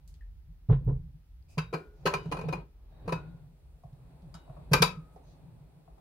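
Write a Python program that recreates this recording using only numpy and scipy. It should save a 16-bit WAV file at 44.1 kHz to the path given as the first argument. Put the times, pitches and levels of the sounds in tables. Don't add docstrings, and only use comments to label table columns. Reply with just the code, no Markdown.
import sys
import numpy as np
from scipy import signal
from scipy.fft import rfft, irfft
from scipy.io import wavfile
from scipy.ndimage import uniform_filter1d, map_coordinates

SR = 44100
rng = np.random.default_rng(int(sys.argv[2]) if len(sys.argv) > 2 else 0)


def ratio_of_db(decibels):
    return 10 ** (np.asarray(decibels, float) / 20)


def digitize_waveform(pressure):
    field = np.atleast_2d(pressure).T
    bounded = np.clip(field, -1, 1)
    quanta = np.round(bounded * 32767).astype(np.int16)
    wavfile.write(sys.argv[1], SR, quanta)


N = 265014
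SPAN = 20000


def unit(x):
    return x / np.sqrt(np.mean(x ** 2) + 1e-20)


def along(points, hz):
    f, v = np.transpose(points)
    return np.interp(np.log(hz + 1), np.log(f + 1), v)


def peak(f, centre_hz, width_hz):
    return 1j * f * width_hz / (centre_hz ** 2 - f * f + 1j * f * width_hz + 1e-9)


def add(out, s, sound):
    out[:, round(s * SR):][:, :sound.shape[1]] += sound


def ports_apart(f):
    return np.clip(f / 650, 0, 1) ** 3


# frequency in Hz, t60 in s.
TILES = [(150, 0.5), (600, 0.22), (2000, 0.24), (5000, 0.19), (12000, 0.17)]


def tail():
    hz, t, z = signal.stft(rng.standard_normal((2, SPAN - 4000)), SR, nperseg=256)
    decay = ratio_of_db(-60 * t / along(TILES, hz)[:, None])
    x = signal.istft(z * decay, SR, nperseg=256)[1]
    delayed = np.pad(x / np.linalg.norm(x[0]), ((0, 0), (260, 0)))
    mid, side = rfft(delayed, SPAN)
    apart = ports_apart(np.fft.rfftfreq(SPAN, 1 / SR))
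    return np.array([mid + apart * side, mid - apart * side]) / np.sqrt(1 + apart ** 2)


def in_room(sound, wet_db):
    return irfft(rfft(sound, SPAN) * (1 + ratio_of_db(wet_db) * tail()), SPAN)


# start in s, body in dB, weight (low knock) and hardness (clack) in dB re body.
KNOCKS = [(1.574, -43.5, 12.5, -24), (1.58, -30.5, -12, 0), (1.586, -30, -21, -9),
          (1.728, -37, 10.5, -12.5), (1.737, -28.5, -4, -13.5), (1.744, -34.5, 6.5, -7),
          (2.056, -36.5, 16.5, 6.5), (2.06, -20, -6, -7.5), (2.072, -19.5, -23, -10.5),
          (2.132, -28.5, -8, -34), (2.138, -23.5, -1.5, -5.5), (2.256, -51.5, 12.5, -6),
          (2.315, -38, 8.5, -3.5), (2.322, -26, -4, -11.5), (2.345, -37.5, 6, -17), (2.369, -37, 2, -9),
          (2.389, -35.5, 0, -12), (2.412, -39, -1, -10), (2.439, -48.5, 16.5, -31), (2.486, -36.5, 7, -9),
          (2.526, -30.5, 1.5, -9), (2.533, -32, 2.5, -21.5), (2.585, -54, 14, -34), (3.059, -62, 4, -7),
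          (3.078, -32.5, 4.5, -15), (3.091, -31.5, -7, -14), (3.123, -26.5, 2, -9.5),
          (3.133, -31, -14, -28)]
# frequency in Hz, width in Hz, level in dB.
CROCKERY = [(409, 57, -41), (1009, 90, 7.5), (1308, 30, -0.5), (1550, 96, -3.5), (2446, 88, 4),
            (2790, 230, -4), (2990, 140, -20), (3840, 160, -9.5), (4240, 90, -18), (4590, 35, -10),
            (4745, 120, -9), (5760, 71, -2.5), (6490, 60, -16), (7340, 82, -15), (9100, 52, 4),
            (8480, 170, -9.5), (3330, 46, -50.5), (11700, 95, -17), (5050, 100, -24), (14600, 80, -18)]


def spoon_on_plate():
    return contacts(KNOCKS, CROCKERY, click=0.79, chatter_t60=0.047, rise=0.0011, fill_db=-13,
                    wet_db=-7.5, edge_db=-20.5, pan_db=2.0)


# start in s, body in dB, weight and hardness in dB re body.
CLANKS = [
    (4.715, -44.5, 13.5, -10),
    (4.72, -36.5, 4.5, -5.5),
    (4.734, -16, -7.5, 0.5),
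    (4.737, -14.5, -18.5, -8.5),
    (4.741, -20, 3.5, -17),
    (4.821, -22, -6.5, 6),
    (4.8235, -16, -6, 3.5),
    (4.828, -20, -3, -21.5),
]
# frequency in Hz, width in Hz, level in dB.
JAR = [(478, 45, -14), (851, 60, -8), (1005, 50, 6), (1309, 40, 4), (1552, 45, -4), (2425, 100, 0),
       (2595, 60, -12), (3810, 90, -6), (4605, 80, 0), (4785, 90, 2), (5500, 150, -10), (6495, 70, -8),
       (8970, 150, -8), (11610, 90, -4)]


def jar_put_down():
    return contacts(CLANKS, JAR, click=1.3, chatter_t60=0.043, rise=0.001, fill_db=-11.5,
                    wet_db=-8.5, edge_db=-13.5, pan_db=3.5)


# start in s, body in dB, weight and hardness in dB re body.
PADDED = [
    (.691, -37.5, 15, -28.5),
    (.697, -46, 15, -19),
    (.704, -46.5, 3.5, -8),
    (.72, -38.5, 0.5, -13.5),
    (.871, -49.5, 21, -22),
    (.885, -47, 12.5, -21),
    (.903, -61, 1, -23.5),
    (3.043, -74, 35.5, 4.5),
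]
# frequency in Hz, width in Hz, level in dB.
CUPBOARD = [(264, 30, 8), (477, 84, -7), (722, 380, -20), (1000, 140, 6.5), (1430, 500, -16.5),
            (3670, 1300, -5.5)]


def spoon_on_rim():
    return contacts(PADDED, CUPBOARD, click=0.12, chatter_t60=0.15, rise=0.00265, fill_db=-23.0,
                    wet_db=-11.5, edge_db=-49.5, pan_db=2.0)


# start in s, body in dB, weight and hardness in dB re body.
TAPS = [(1.495, -68, 8, -12), (2.92, -70, 7, -35.5), (3.836, -51.5, -3, -28), (3.929, -66.5, -1, -6),
        (4.221, -75, -23, 6), (4.342, -49, -16.5, -2.5), (4.351, -46.5, -18, -8.5), (4.478, -52, -8, -35),
        (4.497, -48, -6, -35), (4.568, -45.5, -5.5, -40), (4.623, -62, -18, -23), (5.161, -50, 2, -25),
        (5.283, -66, 3.5, -10), (5.878, -49, -13.5, -47.5), (5.981, -55, -8, -26)]
# frequency in Hz, width in Hz, level in dB.
DOOR = [(644, 78, 5.5), (785, 380, 0), (890, 210, -9), (4844, 2900, -15.5)]


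def cupboard_taps():
    return contacts(TAPS, DOOR, click=0.77, chatter_t60=0.028, rise=.0005, fill_db=-22.5,
                    wet_db=-2.5, edge_db=-17, pan_db=1.0)


BANDS = [(280, 650), (700, 1800), (2000, 5500), (7000, 15000)]
# frequency in Hz, width in Hz, lift in dB.
PORT = [(6340, 160, 1.5), (7210, 170, 5.5), (8080, 900, -12), (8930, 390, 3), (9740, 200, 3.5),
        (10240, 400, -11), (11000, 200, 3), (11160, 240, -7.5), (11800, 450, 9.5), (12500, 580, 4),
        (13500, 600, -10), (14500, 400, 9), (15110, 300, -8), (15600, 250, 10.5)]


def contacts(table, body_modes, click, chatter_t60, rise, fill_db, wet_db, edge_db, pan_db):
    dull_hz, right_late_s, chatter_apart = 7006, 0.00019, 0.74
    edge_follows = 0.47
    early = 64
    out, f, t = np.zeros((2, N + SPAN)), np.fft.rfftfreq(SPAN, 1 / SR), np.arange(4000) / SR
    apart = ports_apart(f)
    port = np.prod([1 + (ratio_of_db(lift_db) - 1) * peak(f, hz, width) for hz, width, lift_db in PORT], axis=0)
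    for s, db, low_db, clack_db in table:
        swell = ratio_of_db(-60 * t / chatter_t60) * (1 - np.exp(-t / rise))
        chatter = rng.standard_normal((2, len(t))) * swell
        mid, side = rfft(chatter, SPAN) / (1 + 1j * f / dull_hz)
        side = chatter_apart * apart * side
        first_click = click * np.exp(-2j * np.pi * np.outer([0, right_late_s], f * apart))
        blow = first_click + 0.18 * np.array([mid + side, mid - side])

        shared_db = rng.normal(0, 1.6, len(body_modes))
        strength_db = shared_db + rng.normal(0, 1.6, (2, len(body_modes)))
        modes = np.zeros((2, len(f)), complex)
        for k, (hz, width, level) in enumerate(body_modes):
            strength = ratio_of_db(0.34 * level + strength_db[:, k, None])
            modes += (-1) ** k * strength * peak(f, hz, 1.1 * width)
        body = blow * (modes + ratio_of_db(fill_db)) * (1 + ratio_of_db(wet_db) * tail())

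        have = [np.sqrt(np.sum(np.abs(body[:, (f > lo) & (f < hi)]) ** 2)) for lo, hi in BANDS]
        asked_db = np.array([low_db, 0, clack_db, edge_db + edge_follows * clack_db]) + db
        low, middle, clack, edge = asked_db + 64.5 - 20 * np.log10(have)
        colour = along([(170, low - 16), (300, low - 6), (450, low + 1.1), (1100, middle),
                        (3300, clack), (11500, edge), (16000, edge - 16)], f)
        pan = np.outer([.5, -.5], pan_db * apart)
        late = np.exp(-2j * np.pi * f * early / SR)
        sound = irfft(body * port * ratio_of_db(colour + pan) * late, SPAN)
        add(out, s - early / SR, sound[:, :SPAN - 2000])
    return out[:, :N]


# start in s, mode in Hz, peak in dB, t60 in s.
RINGS = [(1.582, 2620, -41, 0.12), (1.582, 1503, -53, 0.27), (1.734, 4820, -57, 0.16),
         (1.733, 2374, -46, 0.16), (2.06, 401.7, -41, 0.47), (2.055, 379.5, -32, 0.085),
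         (2.059, 587, -32, 0.15), (2.14, 600, -38, .07), (2.141, 1435, -62, .6),
         (2.531, 2450, -37.5, 0.068), (2.534, 1300, -56, 0.29), (3.123, 1435, -54.5, 0.51),
         (3.122, 2520, -44, 0.17), (3.122, 3830, -58, 0.14), (3.13, 3760, -62.5, .25),
         (4.342, 6800, -64, .06), (4.341, 4930, -48, 0.019), (4.83, 1260, -52.5, 0.68),
         (4.824, 2464, -40.5, 0.076), (4.737, 1200, -28, 0.12), (4.736, 2396, -28.5, 0.16),
         (4.823, 1557, -32.5, 0.084), (4.823, 3900, -32, 0.094), (4.823, 1316, -35, .18),
         (4.737, 4510, -36, 0.048),
         (1.583, 1005, -40, 0.092), (1.583, 3220, -48, .06), (1.583, 4820, -55, 0.17),
         (1.735, 974, -46, 0.089), (1.733, 1290, -42.5, .1), (1.736, 4200, -57, 0.15),
         (2.056, 2890, -37, .04), (2.062, 2485, -42, .12), (2.066, 1007, -27.5, 0.11),
         (2.064, 1550, -35, .1), (2.057, 4100, -42, .09), (2.066, 4500, -45, 0.11), (2.138, 1005, -32, .1),
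         (2.138, 2445, -36.5, 0.08), (2.139, 1324, -42, .09), (2.138, 4820, -49, .08),
         (2.136, 5780, -52, 0.078), (2.138, 6580, -53, 0.072), (2.321, 1000, -37, 0.072),
         (2.321, 2476, -46, 0.091), (2.323, 4160, -50, .04), (2.368, 2470, -49, .08),
         (2.412, 2484, -48.5, 0.087), (2.486, 2476, -46, .08), (2.487, 500, -49, .08),
         (2.53, 1004, -37.5, 0.068), (2.53, 4890, -51.5, 0.048), (3.079, 530, -45, .08),
         (3.123, 525, -37, 0.083), (3.123, 1060, -44, 0.078), (4.342, 7600, -65, .05),
         (4.342, 8600, -67, .05), (4.342, 9750, -69, 0.047), (4.737, 957, -32, .1),
         (4.745, 7170, -53, 0.18), (4.824, 1008, -31, 0.12), (4.824, 2557, -35, 0.12),
         (4.824, 3806, -41.5, 0.21), (4.823, 4820, -34, 0.086), (4.823, 5766, -39, 0.065),
         (4.823, 7180, -40.5, 0.13), (4.824, 6560, -46, .13)]
# start in s, mode in Hz, peak in dB, t60 in s.
LINGERS = [(1.734, 1436, -59, .6), (1.734, 414.5, -49, .6), (2.139, 2960, -60, .5), (2.14, 4880, -61, .35),
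           (2.14, 3830, -62, .35), (1.584, 3806, -62, .4)]


def plate():
    return ringing(RINGS + LINGERS)


# start in s, mode in Hz, peak in dB, t60 in s.
LID = [
    (4.341, 3800, -70, .45),
    (4.341, 2934, -72, .4),
    (4.341, 1480, -66, .3),
    (4.345, 1330, -58, .15),
]


def lid():
    return ringing(LID)


# start in s, pitch in Hz, peak in dB,
# t60 in s.
DRIP = [
    (.209, 1805, -57, .04),
    (.221, 1760, -62, .04),
    (.232, 1810, -70, .06),
]


def drip():
    return ringing(DRIP)


def ringing(table):
    ring_db, left_lean_db = 6.5, 4.5
    out, t = np.zeros((2, N + SPAN)), np.arange(SPAN - 4000) / SR
    for s, hz, db, t60 in table:
        port_phase = rng.uniform(-1, 1, (2, 1)) * min(hz / 900, 1) ** 2
        phase = port_phase + .055 * np.cumsum(rng.standard_normal(len(t)))
        envelope = ratio_of_db(db - 60 * t / t60) * (1 - np.exp(-t / 0.0016))
        ring = envelope * np.sin(2 * np.pi * hz * t + phase)
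        heard = in_room(ring, wet_db=-9.0)
        heard *= np.linalg.norm(ring, axis=1, keepdims=True) / np.linalg.norm(heard, axis=1, keepdims=True)
        lean = left_lean_db * min(hz / 2400, 1) ** 2 * np.array([[.5], [-.5]])
        add(out, s, heard * ratio_of_db(ring_db + lean))
    return out[:, :N]


# start in s, peak in dB, pitch in Hz, t60 in s.
POT_THUMPS = [
    (.687, -16.5, 109.7, 0.15),
    (.706, -13, 137.2, 0.097),
    (.741, -22, 132, 0.13),
    (.799, -44, 111, 0.092),
    (.865, -16.5, 118.4, 0.07),
    (.883, -25, 134.6, 0.19),
    (.919, -27.5, 134.4, 0.12),
    (.999, -25, 119.5, 0.012),
]
# start in s, peak in dB, pitch in Hz, t60 in s.
PLATE_THUMPS = [(1.572, -21.5, 155.4, 0.11), (1.629, -48.5, 119.5, 0.27), (1.734, -29, 161, 0.11),
                (1.789, -65, 168, 0.15), (2.056, -26, 165.4, 0.1), (2.139, -28.5, 152, 0.087),
                (2.254, -31, 155, 0.118), (2.284, -24, 156, 0.051), (2.327, -30.5, 154, 0.094),
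                (2.376, -40, 169.4, 0.23), (2.444, -31.5, 151.7, 0.15), (2.488, -27, 144, 0.086),
                (2.538, -36.5, 170.4, 0.18), (2.569, -34.5, 147, 0.096), (3.041, -36.5, 108, 0.09),
                (3.07, -35.5, 168.3, 0.23), (3.123, -27, 156.7, 0.095), (3.147, -29.5, 156, 0.071),
                (4.711, -15, 148, 0.1), (4.74, -19, 147, 0.091), (4.8, -18, 159.6, 0.11),
                (4.822, -19.5, 156, 0.11), (4.859, -33.5, 169, 0.15), (4.909, -39, 171, 0.1),
                (4.967, -32.5, 158, 0.095)]
# start in s, peak in dB, pitch in Hz.
NUDGES = [(3.842, -41.5, 137.5), (3.923, -40.5, 137.5), (4.139, -48, 150), (4.223, -47.5, 175),
          (4.289, -47, 135), (4.343, -43, 163), (4.492, -39, 136), (4.578, -41.5, 141), (5.008, -55, 145.4),
          (5.14, -51, 166.3)]


def thumps():
    panels, booms, t = np.zeros((2, N + SR)), np.zeros((2, N + SR)), np.arange(SR // 2) / SR
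    cavity = np.sin(2 * np.pi * 41 * t) + 0.6 * np.sin(2 * np.pi * 70 * t)
    boom = cavity * ratio_of_db(-60 * t / .5) * (1 - np.exp(-t / 0.0035))
    nudges = [(*row, 0.1) for row in NUDGES]
    for table, sub_db, rise in [(POT_THUMPS, -12, .008), (PLATE_THUMPS, -22, .011), (nudges, -13, .009)]:
        for s, db, hz, t60 in table:
            swell = 1 - np.exp(-(t / rise) ** 2)
            panel = np.sin(2 * np.pi * hz * t) * ratio_of_db(-60 * t / t60) * swell
            add(panels, s, ratio_of_db(db + 9.0) * panel[None])
            add(booms, s, ratio_of_db(db + sub_db + 4.0) * boom[None])
    room = signal.fftconvolve(panels, irfft(tail(), SPAN), axes=1)[:, :N]
    return (panels + booms)[:, :N] * ratio_of_db([[-.6], [.6]]) + ratio_of_db(-18.0) * room


def filtered(x, hz, width):
    return irfft(rfft(x, SPAN) * peak(np.fft.rfftfreq(SPAN, 1 / SR), hz, width) ** 2, SPAN)


TICK_AT = [.077, .141, .848, 1.425]
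# peak in dB, pitch in Hz, width in Hz, t60 in s.
TICKS = [
    (-47.5, 5900, 10300, 0.24),
    (-54, 3900, 4500, 0.15),
    (-59.5, 12000, 5840, .05),
    (-64.5, 4700, 510, .03),
]


def ticks():
    out, t = np.zeros((2, N + SPAN)), np.arange(SR // 4) / SR
    for s, (db, hz, width, t60) in zip(TICK_AT, TICKS):
        click_and_spray = ratio_of_db(-60 * t / 0.0062) + 0.48 * ratio_of_db(-60 * t / t60)
        tick = filtered(rng.standard_normal((2, len(t))) * click_and_spray, hz, width)
        add(out, s, ratio_of_db(db) * tick / np.abs(tick).max())
    return out[:, :N]


# start in s, length in s, centre in Hz, width in Hz.
SLIDE_AT = [(1.482, .07, 6000, 7000), (1.47, .1, 4900, 500), (2.88, .24, 3800, 150), (2.88, .22, 1650, 500),
            (5.24, .12, 4200, 1700), (5.22, .14, 6220, 670), (5.11, .06, 9600, 6900),
            (1.93, .16, 5200, 3100), (2.33, .25, 4300, 3500), (1.47, .1, 2500, 400), (3.14, .2, 3800, 200),
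            (2.16, .15, 5000, 3500), (1.48, .07, 500, 400)]
SLIDES = [-64, -61, -59, -63.5, -64, -65, -74, -73, -77, -55.5, -65, -66, -62]


def slides():
    out, t = np.zeros((2, N + SPAN)), np.arange(SR // 4) / SR
    for (s, length, hz, width), db in zip(SLIDE_AT, SLIDES):
        swell = np.sin(np.pi * np.clip(t / length, 0, 1)) ** 0.71
        grain = rng.standard_normal((2, len(t))) * ratio_of_db(3.9 * rng.standard_normal(len(t)))
        add(out, s, ratio_of_db(db) * in_room(filtered(unit(grain) * swell, hz, width), wet_db=-3.5))
    return out[:, :N]


def wobble(rate):
    return map_coordinates(rng.standard_normal(int(N * rate / SR) + 4), [np.arange(N) * rate / SR])


# frequency in Hz, left-right likeness from -1 to 1.
ALIKE = [(60, 0.95), (150, 0.87), (380, 0.56), (950, 0.32), (2380, 0.01), (5980, -0.46), (15000, -0.26)]


def rush(spectrum, patchy_db):
    z = signal.stft(rng.standard_normal((2, N)), nperseg=512)[2]
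    field = uniform_filter1d(rng.standard_normal(z.shape[1:]), size=5, axis=0)
    field = uniform_filter1d(field, size=10, axis=1)
    pair = signal.istft(z * ratio_of_db(patchy_db * unit(field)), nperseg=512)[1][:, :N]
    hz = np.fft.rfftfreq(N, 1 / SR)
    turn = np.arccos(np.clip(along(ALIKE, hz), -1, 1)) / 2
    shape = ratio_of_db(along(spectrum, hz)) * (hz < 15850)
    mid, side = irfft(rfft(pair) * shape * [np.cos(turn), np.sin(turn)], N)
    return unit(np.array([mid + side, mid - side]))


# time in s, level in dB.
BUSTLE = [(0, -77.5), (.37, -84), (.7, -81.5), (.85, -70.5), (1.1, -81.5), (1.36, -86.5), (1.55, -67),
          (1.9, -75.5), (2.1, -57.5), (2.26, -54.5), (2.46, -48), (2.61, -57.5), (2.69, -81), (3.15, -56.5),
          (3.5, -72), (4.5, -63.5), (5.4, -65), (6.01, -68.5)]
# frequency in Hz, density in dB per Hz.
SIMMER = [(140, -34), (230, -2), (871, -7.5), (950, -11), (1410, -20), (2190, -26), (2540, -21),
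          (3020, -32), (3550, -27), (4500, -27.5), (5850, -59), (9900, -120)]
STEAM = [(5000, -27), (7500, -8), (9300, -4.5), (11000, -9.5), (14000, -31.5)]


def bustle_and_steam(t, bustle_db):
    steam_db = np.interp(t, [2.76, 2.76 + 0.3, 4.6, N / SR], [-101, -90, -82, -87.5])
    airy = ratio_of_db(steam_db) + ratio_of_db(bustle_db - 31)
    steam = rush(STEAM, patchy_db=.6)
    return ratio_of_db(bustle_db + 1.6 * wobble(3.9)) * rush(SIMMER, patchy_db=0) + airy * steam


# frequency in Hz, density in dB per Hz.
RUMBLE = [(8.8, -40), (26, -17), (43, 3.5), (68, -2.5), (84, -15), (92, -16.5), (100, -11), (130, -45),
          (220, -120)]
HUM = [(53, -49.5), (90, -10), (123, -1.5), (145, 2.5), (171, 0.5), (194, -30.5), (260, -19.5), (340, -43),
       (570, -120)]


def rumble_and_hum(t, bustle_db):
    rock_s, rock_rise_s, rock_fall_s = 0.88, 0.085, 0.13
    rock = np.exp(-((t - rock_s) / np.where(t < rock_s, rock_rise_s, rock_fall_s)) ** 2)
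    rumble = ratio_of_db(-51 - 0.88 * t) + ratio_of_db(-32) * rock
    calm_db, hum_follows = -69.5, 0.62
    hum = ratio_of_db(-60.5 + hum_follows * (bustle_db - calm_db)) + ratio_of_db(-44) * rock
    low = rumble * ratio_of_db(2.5 * wobble(6)) * rush(RUMBLE, patchy_db=0.5)
    return low + hum * ratio_of_db(4.8 * wobble(9.8)) * rush(HUM, patchy_db=-3.0)


# frequency in Hz, density in dB per Hz.
HISS = [(120, -36), (200, 5), (334, 0), (621, -11), (946, -6.5), (1120, -14.5), (1220, -7.5), (1470, -9.5),
        (4390, -13.5), (5200, -14.5), (7330, -21), (11600, -16), (15800, -14)]


def hiss():
    return ratio_of_db(-80.5 + 4.5) * rush(HISS + [(16500, -120)], patchy_db=0.0)


def kitchen_air():
    t = np.arange(N) / SR
    bustle_db = np.interp(t, *np.transpose(BUSTLE))
    return bustle_and_steam(t, bustle_db) + rumble_and_hum(t, bustle_db) + hiss()


def scene():
    knocks = spoon_on_plate() + jar_put_down() + spoon_on_rim() + cupboard_taps()
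    rings = plate() + lid() + drip()
    return knocks + rings + thumps() + ticks() + slides() + kitchen_air()


def roll_off(x):
    return signal.sosfilt(signal.butter(12, 16820, fs=SR, output="sos"), x)


def record(dry):
    low_cut_hz, top_hz = 22, 16500
    f = np.fft.rfftfreq(N, 1 / SR)
    edge = (1j * f / (low_cut_hz + 1j * f)) ** 2 / (1 + (f / top_hz) ** 120)
    mix = irfft(rfft(dry) * edge, N)
    return roll_off(mix)


dry = scene()
out = record(dry)
digitize_waveform(out)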